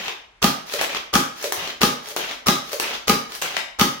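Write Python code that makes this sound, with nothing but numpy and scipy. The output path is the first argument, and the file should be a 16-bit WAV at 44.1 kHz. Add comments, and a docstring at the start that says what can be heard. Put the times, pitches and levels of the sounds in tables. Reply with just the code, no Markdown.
"""Foam dart blaster in a hard room

A spring-powered blaster is fired six times and pumped between shots in a small, hard room.
Each shot: the spring rushes forward, the plunger rattles and slams home, air pops from the ringing
barrel. Each pump: the grip scrapes back, the mechanism clicks and gives a hollow clunk, then the
grip squeaks forward and locks."""
import sys
import numpy as np
from scipy import signal
from scipy.fft import rfft, irfft
from scipy.io import wavfile

SR = 44100
rng = np.random.default_rng(int(sys.argv[2]) if len(sys.argv) > 2 else 0)


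def bounce(signal):
    """Save signal as a 16-bit WAV file at the path given by the first command-line argument."""
    frames = np.transpose(np.atleast_2d(signal))
    limited = np.clip(frames, -1, 1)
    pcm = np.round(limited * 32767).astype(np.int16)
    wavfile.write(sys.argv[1], SR, pcm)


N = 176400

# EQ curves of the room tone and the blaster's noisy layers: freq_hz, gain_db
AIR_EQ = [(20, -32), (30, -22), (42, -1), (65, -11), (120, -15), (400, -23), (2000, -15), (7000, -33),
          (16000, -54)]
PULL_EQ = [(100, -18), (400, 1), (1300, 2.5), (4500, 3.5), (6500, 1), (8000, -12), (11000, -5.5),
           (15500, -7)]
PUSH_EQ = [(100, -17), (350, -4), (750, -0.5), (1500, -2), (3000, 1), (4500, -5.5), (6500, -8.5),
           (8500, -23), (15500, -18.5)]
CLICK_EQ = [(100, -21), (350, -2), (1100, 2.5), (3000, -1), (6000, -2), (8000, -6), (11000, -8.5),
            (15500, -7)]
SPRING_EQ = [(50, -15), (110, 10), (200, 3.5), (450, 4.5), (700, 2), (1000, 5.5), (1250, 16.5), (1500, 3),
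             (2100, -0.5), (3000, -3.5), (4800, 0.5), (6300, 2), (8000, -10), (10500, -6), (15500, -13.5)]
KNOCK_EQ = [(100, -19.5), (400, 5), (1200, -3), (2000, 2.5), (3000, 4), (5500, 0), (8000, -10),
            (11000, -10), (15500, -5.5)]
# stereo image of the direct noise and of the reverb: freq_hz, left_right_correlation
DIRECT_IMAGE = [(100, 0.9), (250, 0.85), (700, 0.72), (2000, 0.049), (4500, -0.24), (9000, -0.16),
                (15000, -0.36)]
REVERB_IMAGE = [(100, 1), (200, 0.49), (400, 0.77), (800, -0.64), (2000, -0.26), (4500, -0.27),
                (15000, 0.11)]
# reverb time by band: freq_hz, t60_s
REVERB_DECAY = [(100, 0.26), (250, 0.49), (700, 0.59), (1800, 0.48), (4500, 0.43), (8000, 0.37),
                (15000, 0.29)]
# resonances of the room, the clicked shell, the clunk and the barrel: pitch_hz, level_db, t60_s
ROOM_MODES = [(143.9, -29, 0.36), (174.8, -25, 0.3), (203, -30, 0.27), (239.3, -23.5, 0.19),
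              (263.9, -24.5, 0.31), (284, -27.5, 0.35)]
SHELL_MODES = [(356, -3.5, 0.036), (420, -2.5, 0.058), (567, -5, 0.032), (806, -3.5, 0.046),
               (1180, -2.5, 0.031), (1627, -1.5, 0.036)]
CLUNK_MODES = [(427, -32, 0.15), (480, 4.5, 0.046), (578, 1.5, 0.11), (730, -7, 0.024)]
BARREL_MODES = [(374.8, -18.5, 0.059), (826.6, -20, 0.21), (868, -32.5, 0.23), (1218, -18.5, 0.15),
                (1239, -21.5, 0.3), (1650, -30.5, 0.47)]
# bumps of the blaster in the hands: start_s, level_db, pitch_hz
BUMPS = [(0, -27.5, 202), (0.077, -48, 150), (0.789, -38, 95), (0.864, -35, 190), (0.943, -32, 207),
         (1.575, -30.5, 95), (1.623, -26.5, 178), (2.231, -33, 201), (2.61, -45, 190), (2.926, -40, 220),
         (3.42, -53, 157), (3.57, -32, 186)]
# grip drawn back: start_s, length_s, end_level_db
PULLS = [(.65, 0.13, -31.5), (1.347, 0.13, -30.5), (2.01, .115, -34.5), (2.629, 0.128, -32.5),
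         (3.279, 0.094, -31.5)]
# grip pushed forward: start_s, length_s, start_level_db, end_level_db
PUSHES = [(-.02, 0.126, -30.5, -35.5), (0.783, 0.068, -28, -26.5), (.89, 0.089, -31, -33),
          (1.561, 0.15, -33.5, -32), (2.188, 0.163, -33.5, -37), (2.816, 0.16, -29.5, -32),
          (3.414, 0.19, -29, -39)]
# catches and stops: start_s, level_db, treble_db, bass_db
CLICKS = [(.081, -12.5, -15.5, 0), (.697, -20.5, -19, -17), (0.723, -20, 0.5, -8), (.737, -10.5, -3.5, -9),
          (.812, -8.5, -0.5, 5.5), (.947, -11.5, -12, -1.5), (1.399, -31, -12, -6), (1.426, -21, 5, 0),
          (1.441, -12, -4, -13), (1.522, -10, 3, 5), (1.6745, -16.5, -10, 4.5), (2.058, -25, -9, -8),
          (2.0862, -27.5, 9, 4), (2.163, -11.5, 0.5, 1.5), (2.169, -10.5, -28, 2), (2.311, -18, -11, 3),
          (2.694, -24.5, -7, -8), (2.718, -23, 3, 1), (2.7301, -14, 1, -4), (2.798, -8, -0.5, 2),
          (2.932, -22.5, -14, 7), (3.32, -20.5, -7, -6), (3.35, -23.5, 4.5, -17), (3.416, -16.5, 1, -6),
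          (3.4212, -9.5, -2, 3.5), (3.5662, -5.5, -13.5, -3)]
# clunks at full draw: start_s, level_db
CLUNKS = [(.738, -28.5), (1.441, -27.5), (2.109, -41), (2.731, -28.5)]
# bounces within one clunk: delay_s, level_db
BOUNCES = [(0, 7), (.0075, 4.5), (.017, -3), (.034, -1)]
# shots: slam_s, spring_and_barrel_db, pop_db, knock_db
SHOTS = [(0.4422, 0, 0.5, 0.5), (1.1538, 1, -0.5, -1), (1.8317, 0.5, 0, -0.5), (2.4841, 0, 0, -0.5),
         (3.096, 0, -0.5, -1), (3.8115, 0, 0.5, -0.5)]
# plunger knocks within one shot: after_release_s, level_db, decay_s
KNOCKS = [(.0085, -2.5, 0.0016), (.015, -12, 0.00054), (.024, 0.5, .0018)]

TRAVEL_S, FIRST_KNOCK_S = 0.024, KNOCKS[0][0]  # from release to the slam, and to the first knock


def amp(db):
    """Decibels to gain."""
    return 10 ** (np.asarray(db) / 20)


def curve_at(points, hz):
    """Reads a curve on a log-frequency axis."""
    freqs, values = np.transpose(points)
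    return np.interp(np.log(hz + 1), np.log(freqs), values)


def add(mix, start_s, sound):
    """Drops a sound onto the timeline, trimming any overhang."""
    at = round(start_s * SR)
    sound, at = sound[..., max(-at, 0):], max(at, 0)
    part = mix[..., at:at + sound.shape[-1]]
    part += sound[..., :part.shape[-1]]


def clock(length_s=0.5):
    """Time axis in seconds."""
    return np.arange(int(length_s * SR)) / SR


def equalise(x, eq, size=4096):
    """Minimum-phase EQ of unit energy: colours a hit without pre-ringing."""
    gain = amp(curve_at(eq, abs(np.fft.fftfreq(size, 1 / SR))))
    gain /= np.sqrt(np.mean(gain ** 2))
    log_spectrum = np.conj(signal.hilbert(np.log(gain)))
    taps = np.fft.ifft(np.exp(log_spectrum)).real[:size // 2]
    return signal.oaconvolve(x, taps[None], axes=1)[:, :x.shape[1]]


def stereo_pair(left, other, correlation):
    """Blends two independent noises into channels with the given correlation."""
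    shared = np.clip(correlation, -1, 1)
    return np.array([left, shared * left + np.sqrt(1 - shared ** 2) * other])


def noise(samples):
    """White noise, centred in the bass and wide in the treble."""
    spectra = rfft(rng.standard_normal((2, samples)))
    correlation = curve_at(DIRECT_IMAGE, np.fft.rfftfreq(samples, 1 / SR))
    return irfft(stereo_pair(*spectra, correlation), samples)


def ring(modes):
    """Dying sines of a struck object."""
    t = clock()
    return sum(amp(db - 60 * t / t60) * np.sin(2 * np.pi * hz * t) for hz, db, t60 in modes)


def room_tone(level_db=-58):
    """A quiet bed of air with a low rumble."""
    return amp(level_db) * equalise(noise(N), AIR_EQ)


def room_reverb(send, size=512, onset_s=0.0034):
    """Dense reflections off bare walls, even in colour, each band dying at its own speed."""
    hz, t, spectra = signal.stft(rng.standard_normal((2, SR)), SR, nperseg=size)
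    bands = stereo_pair(*spectra, curve_at(REVERB_IMAGE, hz)[:, None])
    bands *= amp(-60 * t / curve_at(REVERB_DECAY, hz)[:, None])
    bands /= np.sqrt((abs(bands) ** 2).sum(2, keepdims=True))
    fade_in = np.clip(clock(1) / onset_s - 0.5, 0, 1)
    tail = signal.istft(bands, SR, nperseg=size)[1][:, :SR] * fade_in
    tail /= np.linalg.norm(tail, axis=1, keepdims=True)
    return signal.fftconvolve(send, tail, axes=1)[:, :N]


def room_boom(delay_s=0.00874, attack_s=0.017):
    """The room's low standing waves bloom and hum on after each air pop."""
    out = np.zeros((2, N))
    bloom = 1 - np.exp(-(clock() / attack_s) ** 2)
    for slam_s, _, pop_db, _ in SHOTS:
        add(out, slam_s + delay_s, amp(pop_db) * bloom * ring(ROOM_MODES))
    return out


def handling_bumps(attack_s=0.0097, t60_s=0.062):
    """The blaster's body bumps dully in the hands."""
    out = np.zeros((2, N))
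    attack = 1 - np.exp(-clock() / attack_s)
    for start_s, db, hz in BUMPS:
        add(out, start_s, attack * ring([(hz, db, t60_s)]))
    return out


def squeaks(count=200, per_s=410, base_hz=2196, octaves_per_s=4.5, spread=0.25, t60_s=0.013):
    """Tiny slips of plastic on plastic, each a short ring, climbing in pitch along the stroke."""
    out, t = np.zeros((2, len(clock()))), clock(0.03)
    starts = np.cumsum(rng.exponential(1 / per_s, count))
    for start_s, (detune, left, right) in zip(starts, rng.standard_normal((count, 3))):
        hz = base_hz * 2 ** (octaves_per_s * start_s) * np.exp(spread * detune)
        slip = amp(-60 * t / t60_s) * np.sin(2 * np.pi * hz * t)
        add(out, start_s, np.outer([left, right], slip))
    return amp(-3.5) * out


def scrape(length_s, start_db, end_db, squeaky=False, fade_s=0.0055, spurt_s=0.0134):
    """Friction of one grip stroke: fine grain under slower, uneven spurts."""
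    t, grain_samples = clock(length_s), 32
    grain_db = 1.5 * rng.standard_normal(SR // grain_samples)
    grain = amp(grain_db.repeat(grain_samples)[:len(t)])
    rub = grain / np.sqrt(np.mean(grain ** 2)) * noise(SR // 2)[:, :len(t)]
    if squeaky:
        rub += squeaks()[:, :len(t)]
    spurts_db = 2.5 * np.interp(t / spurt_s, np.arange(32), rng.standard_normal(32))
    ramp_db = start_db + (end_db - start_db) * t / length_s
    fades = np.clip(np.minimum(t, length_s - t) / fade_s, 0, 1)
    return fades * amp(ramp_db + spurts_db) * rub


def grip_slides(swell_db=11.5, pull_attack_s=0.028):
    """A bright scrape swells as the spring is drawn; the return stroke is duller and squeaks."""
    pulls, pushes = np.zeros((2, 2, N))
    for start_s, length_s, end_db in PULLS:
        attack = np.minimum(clock(length_s) / pull_attack_s, 1)
        add(pulls, start_s, attack * scrape(length_s, end_db - swell_db, end_db))
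    for start_s, length_s, start_db, end_db in PUSHES:
        add(pushes, start_s, scrape(length_s, start_db, end_db, squeaky=True))
    return equalise(pulls, PULL_EQ) + equalise(pushes, PUSH_EQ)


def catch_clicks(attack_s=0.00087, decay_s=0.0017, chatter_s=0.0059, snap_s=0.00027, shell_db=-32.5):
    """Plastic catches snap, chatter briefly and knock the shell."""
    out, t = np.zeros((2, N)), clock(0.2)
    chatter = amp(-14) * np.exp(-t / chatter_s)
    snap = amp(-14) * np.exp(-abs(t - 2 * attack_s) / snap_s)
    envelope = (1 - np.exp(-t / attack_s)) * (np.exp(-t / decay_s) + chatter) + snap
    for start_s, db, treble_db, bass_db in CLICKS:
        shelves = [(500, bass_db), (2000, 0), (4000, 0), (10000, treble_db)]
        gain = amp(db + curve_at(shelves, np.fft.rfftfreq(len(t), 1 / SR)))
        add(out, start_s, envelope * irfft(rfft(noise(len(t))) * gain, len(t)))
        add(out, start_s, amp(db + bass_db + shell_db) * ring(SHELL_MODES))
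    return equalise(out, CLICK_EQ)


def cocking_clunks(attack_s=0.0022):
    """A hollow, bouncing clunk as the spring reaches full draw."""
    out = np.zeros((2, N))
    knock = (1 - np.exp(-clock() / attack_s)) * ring(CLUNK_MODES)
    for start_s, db in CLUNKS:
        for delay_s, bounce_db in BOUNCES:
            add(out, start_s + delay_s, amp(db + bounce_db) * knock)
    return out


def barrel_ring(release_db=-14, delay_s=0.001963):
    """Barrel and shell ring softly at the release and fully after the slam."""
    out, t, tone = np.zeros((2, N)), clock(), ring(BARREL_MODES)
    release_envelope = np.minimum(t / FIRST_KNOCK_S, 1) * np.clip(1 - t / TRAVEL_S, 0, 1)
    for slam_s, db, _, _ in SHOTS:
        add(out, slam_s - TRAVEL_S, amp(db + release_db) * release_envelope * tone)
        add(out, slam_s + delay_s, amp(db) * tone)
    return out


def air_pop(pitch_hz=210.3, delay_s=0.00697, width_s=0.0045, recoil_hz=63, recoil_t60_s=0.23):
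    """Air leaves the muzzle in a few low swings of pressure, over the shudder of the recoil."""
    out, t = np.zeros((2, N)), clock()
    from_peak_s = t - TRAVEL_S - delay_s
    envelope = np.exp(-0.5 * (from_peak_s / width_s) ** 2)
    pop = -amp(-10) * envelope * np.cos(2 * np.pi * pitch_hz * from_peak_s)
    shudder = np.minimum(t / FIRST_KNOCK_S, 1) * ring([(recoil_hz, -31, recoil_t60_s)])
    for slam_s, _, pop_db, _ in SHOTS:
        add(out, slam_s - TRAVEL_S, amp(pop_db) * (pop + shudder))
    return out


def spring_plunger(swell_s=0.025, fade_in_s=0.0038, shiver_s=0.024, lead_s=0.002, spring_db=-18.5):
    """The spring rushes forward, the plunger rattles and slams home, the spring shivers out."""
    knocks, spring = np.zeros((2, 2, N))
    t = clock()
    swell = np.minimum(t / fade_in_s, 1) * np.minimum(t / swell_s, 1) ** 0.52
    rush = swell * np.exp(-np.maximum(t - TRAVEL_S, 0) / shiver_s)
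    knock_attack = 1 - np.exp(-t / 0.0006)
    for slam_s, db, _, knock_db in SHOTS:
        release_s = slam_s - TRAVEL_S
        add(spring, release_s - lead_s, amp(db + spring_db) * rush * noise(len(t)))
        for delay_s, hit_db, decay_s in KNOCKS:
            hit = knock_attack * np.exp(-t / decay_s) * noise(len(t))
            add(knocks, release_s + delay_s, amp(knock_db + hit_db) * hit)
    return equalise(knocks, KNOCK_EQ) + equalise(spring, SPRING_EQ)


def scene(pan_db=0.46):
    """The blaster and its reverb, a touch left of centre, over the room tone."""
    # layer, reverb_send_db
    layers = [(spring_plunger(), 0.5), (air_pop(), -9), (barrel_ring(), -3.5), (catch_clicks(), 2),
              (cocking_clunks(), -3), (grip_slides() + handling_bumps(), -2.5)]
    direct = sum(layer for layer, _ in layers)
    send = sum(amp(send_db) * layer for layer, send_db in layers)
    blaster = direct + room_reverb(send) + room_boom()
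    return blaster * amp([[pan_db], [-pan_db]]) + room_tone()


def record(dry, cutoff_hz=16000):
    """Peaks clip at full scale, then a steep low-pass trims the top end."""
    lowpass = signal.firwin(255, cutoff_hz, window=("kaiser", 9), fs=SR)
    return signal.oaconvolve(np.clip(dry, -1, 1), lowpass[None], "same")


dry = scene()
out = record(dry)
bounce(out)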